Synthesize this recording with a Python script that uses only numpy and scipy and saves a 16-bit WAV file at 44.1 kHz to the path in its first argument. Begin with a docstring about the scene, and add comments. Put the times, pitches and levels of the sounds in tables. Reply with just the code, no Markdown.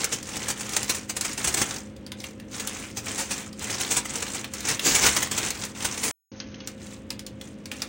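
"""In a kitchen, close to a phone microphone, aluminium foil is peeled back from a baking tray over a steady hum.
The foil buckles in bursts of shaped noise, lone creases snap with a ringing crack, and fine crinkles and a
rustle follow each pull. The bending sheet adds a low flutter and two soft thumps, and the room answers briefly.
The hum is a set of unsteady tones over low-passed air noise. Near the end all sound cuts out for a moment
and comes back dull, then bright; from there on the foil makes only sparse snaps and faint crinkles."""
import sys
import numpy as np
from scipy import signal
from scipy.fft import rfft, irfft, next_fast_len
from scipy.io import wavfile
from scipy.ndimage import map_coordinates

SR = 44100
rng = np.random.default_rng(int(sys.argv[2]) if len(sys.argv) > 2 else 0)


def int16_out(signal):
    """Quantize to a 16-bit WAV file."""
    q = np.round(np.clip(np.atleast_2d(signal).T, -1, 1) * 32767)
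    wavfile.write(sys.argv[1], SR, q.astype(np.int16))


N = 347508  # length in samples


def amp(db):
    """Gain for a level in dB."""
    return 10 ** (np.asarray(db) / 20)


def unit(x):
    """x scaled to an rms of one."""
    return x / np.sqrt(np.mean(x ** 2) + 1e-20)


def along(points, hz):
    """Read a curve of (hz, value) points on a log frequency axis."""
    f, v = np.transpose(points)
    return np.interp(np.log(hz + 1), np.log(f + 1), v)


def wobble(rate):
    """A smooth random curve of unit rms, with rate knots a second."""
    knots = rng.standard_normal(int(N * rate / SR) + 4)
    return unit(map_coordinates(knots, [np.arange(N) * rate / SR]))


def filtered(x, gain):
    """x through a causal minimum-phase filter with the given gain over frequency."""
    m = 2 * next_fast_len(x.shape[-1] // 2 + 4096)
    cepstrum = irfft(np.log(np.maximum(gain(np.fft.rfftfreq(m, 1 / SR)), 1e-6)))
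    # folding the cepstrum forward in time makes the phase minimal
    cepstrum[1:m // 2] *= 2
    cepstrum[m // 2 + 1:] = 0
    response = np.exp(rfft(cepstrum))
    return irfft(rfft(x, m) * response, m)[..., :x.shape[-1]]


def add(track, s, sound):
    """Mix a sound into the track at time s, in seconds."""
    start = int(np.clip(round(s * SR), 0, N - 1))
    track[start:start + len(sound)] += sound[:N - start]


def facet(pitch_hz, q):
    """Resonant gain of one flat facet of foil, ringing between its creases."""
    return lambda hz: 1 / np.hypot(1, q * (hz / pitch_hz - pitch_hz / (hz + 1)))


def uneven(depth_db, size=26):
    """A random colour: every fold radiates a little differently."""
    points = np.column_stack([np.geomspace(400, 16000, size), depth_db * rng.standard_normal(size)])
    return lambda hz: amp(along(points, hz))


def swarm(t, spiky_db):
    """A dense swarm of tiny cracks: noise whose level wavers by spiky_db from millisecond to millisecond."""
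    knots = np.arange(0, t[-1], .001)
    waver = np.interp(t, knots, rng.standard_normal(len(knots)))
    return unit(rng.standard_normal(len(t)) * amp(abs(spiky_db) * waver))


def buckles():
    """Patches buckle: first cracks gather, the avalanche breaks within milliseconds and dies away."""
    # Buckling patches: start_s, level_db (relative), t60_s
    buckle_events = [(0.0422, -0.5, 0.048), (0.1233, -5, .098), (0.3663, -7.5, 0.029),
                     (0.4831, -4.5, 0.057), (0.4995, -5.5, 0.088), (0.606, -12.5, 0.065),
                     (0.7318, -9.5, 0.057), (0.764, 3.5, 0.047), (0.8942, 2, 0.076), (0.9467, -7.5, 0.056),
                     (1.094, -8, 0.082), (1.1654, -6, 0.064), (1.2467, -6.5, 0.083), (1.376, -8, 0.059),
                     (1.4426, -3.5, 0.077), (1.4716, -3.5, 0.11), (1.5412, 0, 0.044), (1.5693, -5, 0.16),
                     (1.6141, 1.5, .065), (2.597, -9.5, 0.076), (2.968, -10.5, 0.12), (3.1804, -9.5, 0.24),
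                     (3.3066, -6.5, .14), (3.7038, -8, 0.049), (3.8086, -3, 0.047), (3.9067, -3.5, 0.15),
                     (3.9645, -1, 0.095), (4.053, -11, 0.061), (4.1555, -10, 0.047), (4.2232, -6, 0.052),
                     (4.6841, -2.5, 0.078), (4.846, -1.5, 0.42), (4.9482, 2.5, .12), (5.014, -2.5, 0.31),
                     (5.06, 4.5, 0.11), (5.1641, 2, 0.067), (5.2251, -3.5, 0.065), (5.3126, -5, .07),
                     (5.3762, -3, 0.071), (5.8458, -3, 0.095), (5.9770, -10, 0.041), (6.032, -5, 0.21),
                     (6.0795, -5.5, 0.052)]
    # body against treble at level 0, its change per dB (harder buckles are brighter), and its chance
    body_at_zero_db, body_per_db, body_scatter_db = -10.5, -0.24, 0.5
    lead_s = .03
    out, t = np.zeros(N), np.arange(SR // 4) / SR - lead_s
    before, after = np.minimum(t, 0), np.maximum(t, 0)
    for s, db, t60 in buckle_events:
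        body_db = body_at_zero_db + body_per_db * db + body_scatter_db * rng.standard_normal()
        floored_t60 = max(t60, .01)
        gathering = amp(-17) * np.exp(before / (.1 * floored_t60))
        breaking = 1 - np.exp(-after / (.045 * floored_t60))  # short avalanches break fastest
        shape = (gathering + breaking) * amp(-60 * after / floored_t60)
        colour = uneven(depth_db=2.5, size=44)
        cracks = swarm(t, spiky_db=-0.5) * shape
        burst = filtered(cracks, lambda hz: colour(hz) * amp(body_db / (1 + (hz / 3500) ** 2)))
        add(out, s - lead_s, amp(db - 10.0) * burst)  # the swarm's rms lies well under its peaks
    return out


def snaps():
    """A lone crease flips: a sharp crack rings its facet, and the sheet shivers with a longer decay."""
    # Snapping creases: start_s, peak_db, facet_pitch_hz
    snap_events = [(0.2278, -22, 6400), (0.6916, -17, 6500), (0.8292, -13.5, 6950), (1.2094, -9, 7100),
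                   (1.331, -21, 7000), (1.9630, -37, 4460), (2.0636, -25.5, 4900), (2.1176, -21.5, 3370),
                   (2.2025, -23, 5230), (2.2393, -21, 2700), (2.398, -29, 2900), (2.6725, -11, 7900),
                   (3.058, -25, 6940), (3.1787, -19, 7200), (3.5280, -29.5, 5000), (3.593, -22.5, 6400),
                   (4.4427, -20.5, 2380), (4.5362, -15.5, 6750), (4.605, -19.5, 5760),
                   (4.7931, -11.5, 3580), (5.504, -10.5, 6700), (5.651, -19, 6750), (6.4006, -17, 5300),
                   (6.542, -29.5, 3050), (6.6030, -27.5, 3500), (6.6726, -17, 5770), (7.1033, -16, 4880),
                   (7.1921, -21.5, 5250), (7.2641, -21.5, 5550), (7.4115, -26, 3270), (7.6555, -23.5, 4900),
                   (7.7144, -16.5, 2540), (7.8186, -12, 5100)]
    out, t = np.zeros(N), np.arange(SR // 8) / SR
    for s, db, pitch_hz in snap_events:
        ring, colour = facet(pitch_hz, q=4), uneven(depth_db=3)
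        sheet = facet(.55 * pitch_hz, q=.45)
        crack_t60 = .021 * np.sqrt(6000 / pitch_hz)  # large, low facets ring longer
        click = rng.standard_normal(len(t)) * amp(-60 * t / crack_t60)
        crack = filtered(click, lambda hz: ring(hz) + 0.064 + 0.1 * (hz / 16000) ** 2)
        shaking = rng.standard_normal(len(t)) * amp(-60 * t / 0.11)
        shiver = filtered(shaking, lambda hz: colour(hz) * sheet(hz))
        snap = unit(crack) + amp(-4) * unit(shiver)
        add(out, s + .001, amp(db) * snap / np.abs(snap).max())
    return out


def handling():
    """How strongly the sheet is moved, as a gain per sample: each pull rises, tightens and lets go."""
    # Pulls of the hand: start_s, length_s, level_db (relative crinkle level at mid-pull)
    pulls = [(0.0, 0.02, -30), (0.113, 0.026, -34.5), (0.265, .24, -35.5), (0.6, 0.24, -35.5),
             (0.882, .08, -35), (1.168, 0.16, -37.5), (1.392, .24, -35), (1.671, 0.071, -33.5),
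             (2.195, 0.082, -47), (2.531, .31, -38), (3.064, 0.14, -33.5), (3.296, 0.11, -36.5),
             (3.62, 0.36, -33), (4.097, 0.27, -34), (4.543, .08, -38), (4.655, 0.065, -28.5),
             (4.852, 0.24, -26.5), (5.121, 0.11, -29), (5.345, 0.13, -29), (5.53, 0.12, -37),
             (5.777, .32, -34), (6.323, 0.38, -51.5), (6.806, 0.13, -47.5), (7.42, 0.062, -52.5),
             (7.73, 0.11, -46.5)]
    rise_db_per_s, release_db_per_s = 401, 178  # the folds take up strain quickly and settle more slowly
    tension_db = 2  # growth from the start of a pull to its end
    rest_db = -66  # the sheet while it is only held
    t, level_db = np.arange(N) / SR, np.full(N, float(rest_db))
    for s, length, db in pulls:
        tension = tension_db * (np.clip((t - s) / length, 0, 1) - .5)
        rise = rise_db_per_s * np.maximum(s - t, 0)
        release = release_db_per_s * np.maximum(t - s - length, 0)
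        level_db = np.maximum(level_db, db + tension - (rise + release))
    return amp(level_db)


def crinkles(count=1700):
    """Small folds give way at jittered times, each on its own pitch, over a rustle; both swell in clusters."""
    out, t = np.zeros(N), np.arange(SR // 30) / SR
    decay = (1 - np.exp(-t / .0006)) * amp(-60 * t / .032)
    for k, (late, size, pitch) in enumerate(rng.standard_normal((count, 3))):
        pitch_hz = np.clip(5500 * np.exp(.65 * pitch), 800, 15000)
        ring = facet(pitch_hz, q=5)
        crack = unit(filtered(rng.standard_normal(len(t)) * decay, lambda hz: 0.2 + ring(hz)))
        radiation = np.sqrt(min(pitch_hz / 5500, 1))  # thin foil radiates its low notes poorly
        strength = amp(5 * min(size, 1.2))
        add(out, (k + late) / count * N / SR, strength * radiation * crack)
    clusters = amp(1.44 * wobble(45))
    movement = amp(-2.5) * handling() * clusters
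    rustle = amp(-1.5) * swarm(np.arange(N) / SR, spiky_db=0.5)
    return movement * (unit(out) + rustle)


def flexing(thump_hz=68, t60=.25):
    """The whole sheet pushes air in a low flutter as it bends, and flops over with a soft decaying thump."""
    # Flops of the sheet: start_s, level_db (peak)
    flops = [(1.468, -33), (5.065, -32.5)]
    flutter = unit(filtered(rng.standard_normal(N), lambda hz: facet(110, q=.8)(hz) ** 2))
    out, t = amp(-20) * handling() * flutter, np.arange(SR // 3) / SR
    for s, db in flops:
        add(out, s, amp(db - 60 * t / t60) * np.sin(2 * np.pi * thump_hz * t))
    return out


def kitchen(x, count=20):
    """The room's short answer: noise tails, new for each stretch of sound, dying at a speed set by frequency."""
    # Reverberation of the room: frequency_hz, t60_s
    room_decay = [(200, 0.21), (2000, 0.36), (7000, 0.063), (15000, 0.05)]
    out, start = np.zeros(N), 0
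    for piece in np.array_split(x, count):
        hz, t, z = signal.stft(rng.standard_normal(SR // 3), SR, nperseg=256)
        fading = z * amp(-60 * t / along(room_decay, hz)[:, None])
        tail = signal.istft(fading, SR, nperseg=256)[1]
        answer = signal.fftconvolve(piece, tail / np.linalg.norm(tail))
        add(out, start / SR + .004, answer)  # 4 ms after the direct sound
        start += len(piece)
    return out


def appliance():
    """Motor tones, slightly unsteady in level and phase, over a low rush of air."""
    # Motor tones: frequency_hz, level_db (relative rms)
    motor_tones = [(118.4, -54.5), (208.3, -45.5), (259.4, -51.5), (311.8, -52), (531, -53.5)]
    # Colour of the air noise: frequency_hz, level_db (relative)
    air_colour = [(20, -34.5), (55, 1.5), (85, 5.5), (150, 1), (250, 3.5), (400, -4), (540, -4),
                  (680, -14.5), (1200, -19), (3000, -21.5), (8000, -50), (15000, -51.5)]
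    t, tones = np.arange(N) / SR, np.zeros(N)
    for hz, db in motor_tones:
        level = amp(db + 0.74 * wobble(9.0)) * np.sqrt(2)
        tones += level * np.sin(2 * np.pi * hz * t + 1.0 * wobble(7))
    air = unit(filtered(rng.standard_normal(N), lambda hz: amp(along(air_colour, hz))))
    return amp(-1.5) * tones + amp(-45.0) * air


def scene():
    """Everything sits in the middle; only the foil's treble scatters to the sides."""
    # Voice of the buckling, crinkling sheet: frequency_hz, level_db (relative)
    foil_voice = [(60, -1), (250, 0.5), (450, 2), (600, -5), (760, -1), (1200, -2.5), (2300, -2),
                  (3300, -5.5), (4700, -8), (6300, -2.5), (8500, -5), (10500, -15), (15500, -14)]
    # Foil at the sides against the middle: frequency_hz, level_db
    side_spread = [(3800, -60), (4600, -13), (7500, -21), (10500, -9), (15000, -6)]
    sheet = filtered(buckles() + crinkles(), lambda hz: amp(along(foil_voice, hz) + 7.0))
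    foil = sheet + snaps()
    mid = foil + amp(-12.0) * kitchen(foil) + flexing() + appliance()
    side = filtered(foil, lambda hz: amp(along(side_spread, hz)))
    side = np.roll(side, SR // 700)  # the scattered treble arrives a little later
    return np.array([mid + side, mid - side])


def below(x, top_hz):
    """x with everything from top_hz upwards removed."""
    keep = np.fft.rfftfreq(2 * N, 1 / SR) < top_hz
    return irfft(rfft(x, 2 * N) * keep)[:, :N]


def record(dry):
    """The microphone loses deep bass and notches the top octave; sound cuts out briefly and returns dull."""
    # Microphone response: frequency_hz, gain_db
    mic_response = [(22, -10), (50, 0), (10000, 0), (11000, -4), (11700, -16), (12400, -19), (13200, -12),
                    (14200, -2), (15500, 0)]
    # The gap: cuts_out_s, returns_dull_s, bright_again_s
    gap = (6.113, 6.317, 6.665)
    dull_hz, top_hz = 6650, 15950  # upper limit just after the gap, and throughout
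    sound = filtered(dry, lambda hz: amp(along(mic_response, hz)))
    t = np.arange(N) / SR
    out, back, bright = gap
    dull = below(sound * ((t > back) & (t <= bright)), dull_hz)
    return below(sound * ((t < out) | (t > bright)) + dull, top_hz)


dry = scene()
out = record(dry)
int16_out(out)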